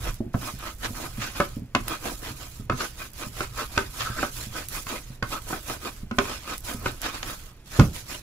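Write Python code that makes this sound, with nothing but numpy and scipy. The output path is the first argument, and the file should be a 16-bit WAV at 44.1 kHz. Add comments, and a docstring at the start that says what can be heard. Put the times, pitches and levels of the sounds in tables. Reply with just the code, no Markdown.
"""Pestle grinding spices in a clay mortar

A stone pestle slides to and fro in spells, close by: grit rings the shallow dish, moist paste hisses,
seeds snap. The stone knocks on the clay as it lands or jumps off a lump. The dish rocks and thuds on
the kitchen table, which rumbles under the work."""
import sys
import numpy as np
from scipy import signal
from scipy.fft import rfft, irfft, next_fast_len
from scipy.io import wavfile
from scipy.ndimage import uniform_filter1d, map_coordinates

SR = 44100
rng = np.random.default_rng(int(sys.argv[2]) if len(sys.argv) > 2 else 0)


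def int16_out(signal):
    """Quantize to a 16-bit WAV file."""
    q = np.round(np.clip(np.atleast_2d(signal).T, -1, 1) * 32767)
    wavfile.write(sys.argv[1], SR, q.astype(np.int16))


N = 362489
T = np.arange(N) / SR

# modes of the dish: (frequency [Hz], level [dB], t60 [s])
CLAY_MODES = [(371, -8.5, 0.039), (603, -10.5, 0.16), (780, -8.5, 0.094), (1110, -4.5, 0.011),
              (1288, 6.5, 0.027), (1476, 4, 0.025), (2130, -3.5, 0.031), (2512, -3, 0.023)]
# spectrum of crushed spice: (frequency [Hz], level [dB])
CRUNCH_SPECTRUM = [(300, 3), (1500, 14.5), (3200, 11.5), (6500, 4.5), (12000, -15)]
# pestle set down: (time [s], ring [dB], crunch [dB], thud [dB], push [Hz])
LANDINGS = [(0.342, -29.5, -47, -17.5, 156), (1.749, -17.5, -21, -21, 230), (2.697, -20, -31.5, -23.5, 228),
            (5.225, -23.5, -33, -27, 157), (6.111, -31.5, -40.5, -25.5, 217), (6.185, -16, -20, -20.5, 380)]
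# stone jumps off a lump onto the clay: (time [s], ring [dB], crunch [dB])
KNOCKS = [(1.401, -16, -32.5), (1.879, -42, -31.5), (2.721, -29, -46), (2.804, -27, -37), (3.406, -25, -33),
          (3.776, -17, -22.5), (4.228, -20.5, -41), (4.867, -37, -39), (5.528, -27.5, -55),
          (6.859, -22, -34), (7.228, -38.5, -30.5), (7.795, -17.5, -25.5)]


def undb(db):
    """Decibels to gain."""
    return np.exp(np.asarray(db) * (np.log(10) / 20))


def unit(x):
    """Scale to rms 1."""
    return x / np.sqrt(np.mean(x ** 2))


def butter(x, order, hz, kind="low"):
    """Butterworth filter."""
    return signal.sosfilt(signal.butter(order, hz, kind, fs=SR, output="sos"), x)


def gain_at(outline, hz):
    """Gain of a (Hz, dB) outline on a log-frequency axis."""
    f, db = np.transpose(outline)
    return undb(np.interp(np.log(hz + 1), np.log(f), db))


def convolve(x, response):
    """Convolve, keeping the length; rows are channels."""
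    return signal.oaconvolve(np.atleast_2d(x), np.atleast_2d(response), axes=-1)[:, :x.shape[-1]]


def colour(x, outline, size=4096):
    """Minimum-phase filter with a (Hz, dB) outline."""
    cepstrum = irfft(np.log(gain_at(outline, np.arange(size // 2 + 1) * SR / size)))
    cepstrum[1:size // 2] *= 2
    cepstrum[size // 2 + 1:] = 0
    return convolve(x, irfft(np.exp(rfft(cepstrum))))


def add(out, time_s, x, db):
    """Mix in a blow; db is the rms of its loudest 10 ms."""
    i = int(time_s * SR)
    x = x[:, :N - i]
    loudest = np.max(uniform_filter1d(np.mean(x ** 2, axis=0), SR // 100, mode="constant"))
    out[:, i:i + x.shape[1]] += x * undb(db) / np.sqrt(loudest)


def wander(rate_hz):
    """Smooth random drift, rms 1."""
    hold = int(SR / rate_hz)
    steps = np.repeat(rng.standard_normal(N // hold + 1), hold)
    return unit(uniform_filter1d(uniform_filter1d(steps, hold), hold)[:N])


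def swells(events):
    """Bell-shaped gain for each (time [s], half length [s], level [dB])."""
    time_s, half_s, db = np.transpose(events)[:, :, None]
    t = T[::100]
    bells = undb(db) * np.exp(-((t - time_s) / half_s) ** 2 / 2)
    return np.interp(T, t, np.sum(bells, axis=0))


def grains(per_s, spread_db=0):
    """Tiny fractures: mostly small, a few large."""
    size = undb(spread_db * np.minimum(rng.exponential(size=N), 5))
    return unit((rng.random(N) < per_s / SR) * size * rng.standard_normal(N))


def patchy(x, depth_db=2.5, width_hz=300, hold_s=0.024):
    """The stone rides over lumps: narrow bands flare and fade at random."""
    hz, t, spectrum = signal.stft(x, SR, nperseg=512)
    lumps = rng.standard_normal((128, 1024))
    grid = np.meshgrid(hz / width_hz, t / hold_s, indexing="ij")
    flare_db = depth_db * map_coordinates(lumps, grid, mode="mirror")
    return signal.istft(spectrum * unit(undb(flare_db)), SR)[1][:, :N]


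def ring(modes, t, scatter_db, rad_per_khz=0.25):
    """Stereo modal response: each contact reweights the modes; high ones radiate unevenly."""
    hz, db, t60_s = np.transpose(modes)[:, :, None]
    weight, side = rng.standard_normal((2, len(modes), 1))
    decay = undb(db + scatter_db * weight) * np.exp(-np.log(1000) * t / t60_s)
    phase = rad_per_khz * side * hz / 1000
    return np.array([np.sum(decay * np.sin(2 * np.pi * hz * t + ear * phase), axis=0) for ear in (-1, 1)])


def room(x, wet_db, t60_s, echo=0):
    """Direct sound, optional wall echo and a diffuse tail with its bass alike in both ears."""
    t = T[:SR // 4]
    mid, side = rng.standard_normal((2, len(t)))
    diffuse = mid + np.array([[1], [-1]]) * butter(side, 2, 480, "high")
    tail = diffuse * np.exp(-np.log(1000) * t / t60_s) * (1 - np.exp(-t / 0.0023))
    response = unit(tail) * undb(wet_db) / np.sqrt(len(t))
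    response[:, 0] += 1
    response[:, int(0.0118 * SR)] += echo
    return convolve(x, response)


def room_tone():
    """Shared bass and a faint hiss in each ear."""
    # (frequency [Hz], level [dB])
    spectrum = [(200, -4), (900, -19), (2500, -21), (15500, -53)]
    bass = unit(colour(rng.standard_normal(N), spectrum)) * undb(-55)
    return bass + undb(-84) * rng.standard_normal((2, N))


def table_rumble(hiss_db, follow=0.21):
    """The table shudders under the work, most as the dish is first leant on."""
    # (frequency [Hz], level [dB])
    spectrum = [(15, -5.5), (28, 5.5), (65, -1.5), (90, -7), (120, -1), (160, -14.5), (800, -57.5)]
    # base shudder: (time [s], level [dB])
    shudder = [(0.06, -29.5), (0.2, -40.5), (7.0, -43.5)]
    effort_db = uniform_filter1d(hiss_db - np.mean(hiss_db), SR // 8)
    level_db = np.interp(T, *np.transpose(shudder)) + follow * effort_db + 2 * wander(12)
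    return unit(colour(rng.standard_normal(N), spectrum)) * undb(level_db)


def pushes(knock_db=-9, knock_hz=370, rock_hz=164.6, rock_db=-33, db_per_octave=17):
    """Pushes of the dish on the table: (time [s], level [dB], pitch [Hz]); harder rocks are higher."""
    # dish rocks as the weight shifts: (time [s], level [dB])
    rocks = [(0.203, -22), (0.263, -31.5), (0.536, -34), (0.904, -30), (1.179, -30), (1.566, -27),
             (1.618, -32), (2.305, -33), (2.596, -32), (2.733, -28.5), (3.266, -33), (4.099, -32),
             (4.467, -35), (5.101, -34.5), (6.03, -33), (6.745, -29.5)]
    landed = [(time_s + 0.0028, db, hz) for time_s, _, _, db, hz in LANDINGS]
    knocked = [(time_s, db + knock_db, knock_hz) for time_s, db, _ in KNOCKS]
    rocked = [(time_s, db, rock_hz * 2 ** ((db - rock_db) / db_per_octave)) for time_s, db in rocks]
    return landed + knocked + rocked


def table_thuds(decay_cycles=0.42, direct=0.062, rattle_s=0.01, detune=0.038):
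    """The dish pushes on the table and springs back; a shorter push reaches higher modes."""
    # loaded table: (frequency [Hz], level [dB], t60 [s])
    table_modes = [(121.5, 3, 0.095), (241.5, -1, 0.07), (278, 5, 0.046), (387.3, 2.5, 0.087),
                   (559, 2.5, 0.079)]
    out, t = np.zeros((2, N)), T[:SR // 4]
    for time_s, db, hz in pushes():
        push = np.sin(2 * np.pi * hz * t) * np.sqrt(hz * t) * np.exp(-hz * t / decay_cycles)
        # the hand leans differently each time, shifting the modes
        modes = [(f * (1 + detune * rng.standard_normal()), level, t60) for f, level, t60 in table_modes]
        board = ring(modes, t, scatter_db=1.5)
        # the rough foot rattles, more after a heavy blow
        rattle = rng.standard_normal((2, len(t))) * np.exp(-t / rattle_s)
        rattle = butter(rattle, 3, [250, 720], "band")
        parts = (convolve(push, board), 1), (push, direct), (rattle, undb(-6 + 0.45 * db))
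        blow = sum(share * x / np.max(abs(x)) for x, share in parts)
        add(out, time_s + 0.0012, room(blow, wet_db=-3, t60_s=0.23), db)
    return out


def dish_drop(time_s=7.789, db=-6, swing_hz=114.7, swing_s=0.0065, t60_s=0.24):
    """The tipped dish drops back: the table swings, then the rough foot rumbles to rest."""
    out, t = np.zeros((2, N)), T[:SR // 2]
    swing = np.sin(2 * np.pi * swing_hz * t) * (t / swing_s) ** 2 * np.exp(2 * (1 - t / swing_s))
    jolts = butter(rng.standard_normal(len(t)), 2, [45, 160], "band")
    settling = np.tanh(unit(jolts)) * np.exp(-np.log(1000) * t / t60_s)
    add(out, time_s, np.atleast_2d(swing + 2 * undb(-7) * settling), db)
    return out


def seed_snaps(decay_s=0.0011):
    """A seed or skin gives way with one bright click."""
    # (time [s], level [dB])
    snaps = [(0.143, -43), (1.882, -31), (3.134, -45), (4.686, -32), (6.5802, -36), (7.017, -32.5)]
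    out, t = np.zeros((2, N)), T[:SR // 4]
    for time_s, db in snaps:
        crack = rng.standard_normal((2, len(t))) * np.exp(-t / decay_s)
        crack = butter(crack, 1, [7500, 14500], "band")
        add(out, time_s, room(crack, wet_db=-6.5, t60_s=0.11), db)
    return out


def spice_crushes():
    """A piece collapses under the sliding stone in a swarm of fractures."""
    # (time [s], half length [s], level [dB])
    crushes = [(0.852, 0.014, -27.5), (1.226, 0.015, -31.5), (2.275, 0.009, -40), (2.814, 0.008, -31.5),
               (4.013, 0.009, -27), (4.05, 0.035, -34.5), (7.055, 0.019, -30.5)]
    swarm = np.array([grains(per_s=3300, spread_db=0.5) for _ in range(2)])
    return unit(patchy(colour(swarm, CRUNCH_SPECTRUM))) * swells(crushes)


def pestle_knocks(crush_s=0.0028, crush_decay_s=0.0017, cushion_hz=1600, detune=0.012, choke_t60_s=0.052):
    """The stone strikes the clay, then crushes what lies beneath."""
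    out, t = np.zeros((2, N)), T[:SR // 8]
    for time_s, ring_db, crunch_db, *_ in LANDINGS + KNOCKS:
        # brief contact chatter, cushioned by the paste
        contact = 0.27 * rng.standard_normal(len(t)) * np.exp(-t / 0.0057)
        contact[0] += 1
        contact = butter(contact, 1, cushion_hz)
        # each blow loads the dish differently; the stone stays down and chokes the ring
        modes = [(hz * (1 + detune * rng.standard_normal()), db, 1 / (1 / t60_s + 1 / choke_t60_s))
                 for hz, db, t60_s in CLAY_MODES]
        clay = convolve(contact, ring(modes, t, scatter_db=-1.7))
        add(out, time_s, room(clay, wet_db=-4.5, t60_s=0.19, echo=0.31), ring_db)
        crush = rng.standard_normal((2, len(t))) * np.exp(-abs(t - crush_s) / crush_decay_s)
        add(out, time_s, room(colour(crush, CRUNCH_SPECTRUM), wet_db=-7.5, t60_s=0.18), crunch_db)
    return out


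def drag_power(t, touch_s=0.0073, lift_db_per_s=200, idle_db=-65.5):
    """Light rubbing while the pestle is down, over a faint rustle of hands."""
    # grinding spells: (touchdown [s], lift [s], drag [dB])
    spells = [(0.0, 0.158, -48.5), (0.328, 1.556, -49.5), (1.752, 2.594, -49), (2.704, 5.13, -51),
              (5.227, 5.994, -48.5), (6.188, 7.475, -49), (7.654, 8.21, -51.5)]
    down_s, up_s, db = np.transpose(spells)[:, :, None]
    touch = np.clip((t - down_s) / touch_s, 0, 1)
    drag = touch * undb(db - lift_db_per_s * np.maximum(t - up_s, 0))
    return undb(idle_db) ** 2 + np.sum(drag ** 2, axis=0)


def stroke_levels(shape=1.99, bite_width=0.66, drag_grit_db=-10, halt_half_s=0.031, halt_depth_db=-6.5):
    """Hiss, grit and judder in dB: a stroke swells over the drag and bites in its middle."""
    # slides: (time of top speed [s], half length [s], hiss [dB], grit [dB], judder [dB])
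    strokes = [(0.064, 0.045, -43, -36, -36.5), (0.464, 0.05, -41, -36.5, -37),
               (0.655, 0.058, -46.5, -41, -44), (0.857, 0.039, -41, -40, -37),
               (1.021, 0.066, -44, -38, -37), (1.245, 0.064, -43, -37.5, -43.5),
               (1.399, 0.054, -41, -35, -45), (1.914, 0.052, -42, -37.5, -36),
               (2.081, 0.047, -40, -36.5, -29.5), (2.271, 0.05, -44, -39, -37.5),
               (2.432, 0.047, -44.5, -45.5, -46), (2.83, 0.042, -35.5, -35.5, -36),
               (3.021, 0.05, -42.5, -42.5, -48), (3.224, 0.045, -39.5, -39, -41),
               (3.406, 0.044, -38.5, -33, -39), (3.607, 0.044, -37.5, -34, -39),
               (3.785, 0.06, -40.5, -37, -45), (4.038, 0.091, -38.5, -38.5, -46.5),
               (4.215, 0.059, -38.5, -34.5, -36.5), (4.408, 0.05, -35.5, -50, -44.5),
               (4.585, 0.048, -38.5, -34, -38.5), (4.761, 0.045, -36.5, -37, -41.5),
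               (4.934, 0.052, -39, -35.5, -37), (5.341, 0.038, -40, -33, -38.5),
               (5.526, 0.056, -41, -37, -36.5), (5.716, 0.041, -40, -34, -34.5),
               (5.867, 0.041, -46, -37, -36.5), (6.287, 0.081, -41.5, -36.5, -41.5),
               (6.512, 0.048, -43, -35.5, -41.5), (6.701, 0.045, -36.5, -38.5, -33.5),
               (6.873, 0.052, -45.5, -39, -37), (7.063, 0.038, -42, -30.5, -37),
               (7.148, 0.052, -43.5, -38, -50), (7.297, 0.051, -40.5, -36, -40),
               (7.794, 0.059, -36.5, -38.5, -42.5), (7.971, 0.036, -37.5, -48.5, -45),
               (8.13, 0.041, -38, -42, -39.5)]
    # stone catches at a turn: (time [s])
    halts = [0.768, 3.108, 6.61]
    time_s, half_s, hiss_db, grit_db, judder_db = np.transpose(strokes)[:, :, None]
    t = T[::100]
    away = abs((t - time_s) / half_s) ** shape
    drag = drag_power(t)
    hiss = drag + np.sum(undb(hiss_db) ** 2 * np.exp(-away), axis=0)
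    bite = np.exp(-away / bite_width ** 2)
    grit, judder = (drag * undb(drag_grit_db) ** 2 + np.sum(undb(db) ** 2 * bite, axis=0)
                    for db in (grit_db, judder_db))
    halted = np.exp(-((t - np.array(halts)[:, None]) / halt_half_s) ** 4)
    halt_db = halt_depth_db * np.sum(halted, axis=0)
    return [np.interp(T, t, 10 * np.log10(power) + halt_db) for power in (hiss, grit, judder)]


def paste_ticks(re_drag_db=-6):
    """Wet paste peels off the stone in sparse, tiny ticks."""
    ticks = room(grains(per_s=70), wet_db=1, t60_s=0.011)
    return unit(butter(ticks, 2, 8000, "high")) * np.sqrt(drag_power(T)) * undb(re_drag_db)


def stone_judder(judder_db):
    """Coarse stick-slip jolts give a heavy stroke its low body."""
    jolts = butter(grains(per_s=900, spread_db=1), 2, [210, 850], "band")
    return unit(patchy(room(jolts, wet_db=2, t60_s=0.026))) * undb(judder_db - 1)


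def stone_chatter():
    """Fast stick-slip on bare clay, near the dish's strongest modes."""
    # stone breaks through the paste: (time [s], half length [s], level [dB])
    scrapes = [(3.592, 0.013, -44), (4.08, 0.071, -54.5), (4.19, 0.01, -36.5), (4.556, 0.011, -52.5)]
    slips = butter(grains(per_s=2400, spread_db=2.5), 2, [1330, 1750], "band")
    return unit(slips) * swells(scrapes)


def paste_hiss(hiss_db, split_hz=5000):
    """Shearing paste: wet patches fizz, dry ones scratch, so the two bands trade places."""
    # (frequency [Hz], level [dB])
    spectrum = [(200, -10), (1000, -1), (2400, 2.5), (7000, 4.5), (11700, 2.5), (14300, -1.5)]
    shear = unit(colour(np.array([grains(per_s=9000) for _ in range(2)]), spectrum))
    scratch = butter(shear, 1, split_hz)
    fizz = shear - scratch
    wetness = undb(2.37 * wander(11))
    return (scratch / wetness + fizz * wetness) * undb(hiss_db + 0.5 + 1.37 * wander(110))


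def clay_ring(force, wander_db=3.5, press_t60_s=0.12):
    """The pressing stone damps the dish; modes come and go as the contact travels."""
    out, energy = 0, 0
    for hz, db, t60_s in CLAY_MODES:
        damped_t60_s = 1 / (1 / t60_s + 1 / press_t60_s)
        response = ring([(hz, db, damped_t60_s)], T[:SR // 12], scatter_db=1.5, rad_per_khz=0.89)
        out = out + convolve(force * undb(wander_db * wander(15)), response)
        energy += np.sum(response ** 2) / 2
    return out / np.sqrt(energy)


def grinding(hiss_db, grit_db):
    """Grit catches, breaks and rings the dish, amid the finer hiss of the paste."""
    # (frequency [Hz], level [dB])
    grit_spectrum = [(200, -14.5), (950, -9.5), (1500, 3), (1850, -5.5), (2600, -4.5), (4500, -8.5),
                     (15000, -24)]
    grit_gain = undb(grit_db + 2.25 * wander(70))
    caught = grains(per_s=1500, spread_db=0.95) * grit_gain
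    loose = np.array([grains(per_s=4000) for _ in range(2)]) * grit_gain
    rasp = colour(caught + loose, grit_spectrum) * undb(8 + 1.3 * wander(20))
    paste = paste_hiss(hiss_db)
    clay = clay_ring(caught * undb(-4.5) + stone_chatter())
    return patchy(room(clay + rasp, wet_db=-5.5, t60_s=0.059) + paste)


def scene():
    """All sources; the treble reaches the right more directly, the left leads by 4 samples."""
    # (frequency [Hz], left minus right [dB])
    balance = [(100, -2.5), (2200, -0.5), (8000, -7.5), (14000, -5.5)]
    hiss_db, grit_db, judder_db = stroke_levels()
    mix = grinding(hiss_db, grit_db) + stone_judder(judder_db) + spice_crushes() + paste_ticks()
    mix += pestle_knocks() + table_thuds() + dish_drop() + seed_snaps()
    mix += table_rumble(hiss_db) + room_tone()
    mix[1] = np.roll(mix[1], 4)
    size = next_fast_len(N, real=True)
    ratio = gain_at(balance, np.fft.rfftfreq(size, 1 / SR))
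    ears = np.array([ratio, np.ones_like(ratio)]) * np.sqrt(2 / (1 + ratio ** 2))
    return irfft(rfft(mix, size) * ears, size)[:, :N]


def record(dry, dip_hz=8450, top_hz=15600):
    """Narrow treble dip of the microphone, clipping at full scale, steep low-pass."""
    dipped = 0.7 * signal.lfilter(*signal.iirnotch(dip_hz, Q=14, fs=SR), dry) + 0.3 * dry
    lowpass = signal.ellip(10, 0.2, 70, top_hz, fs=SR, output="sos")
    return signal.sosfilt(lowpass, np.clip(dipped, -1, 1))


dry = scene()
out = record(dry)
int16_out(out)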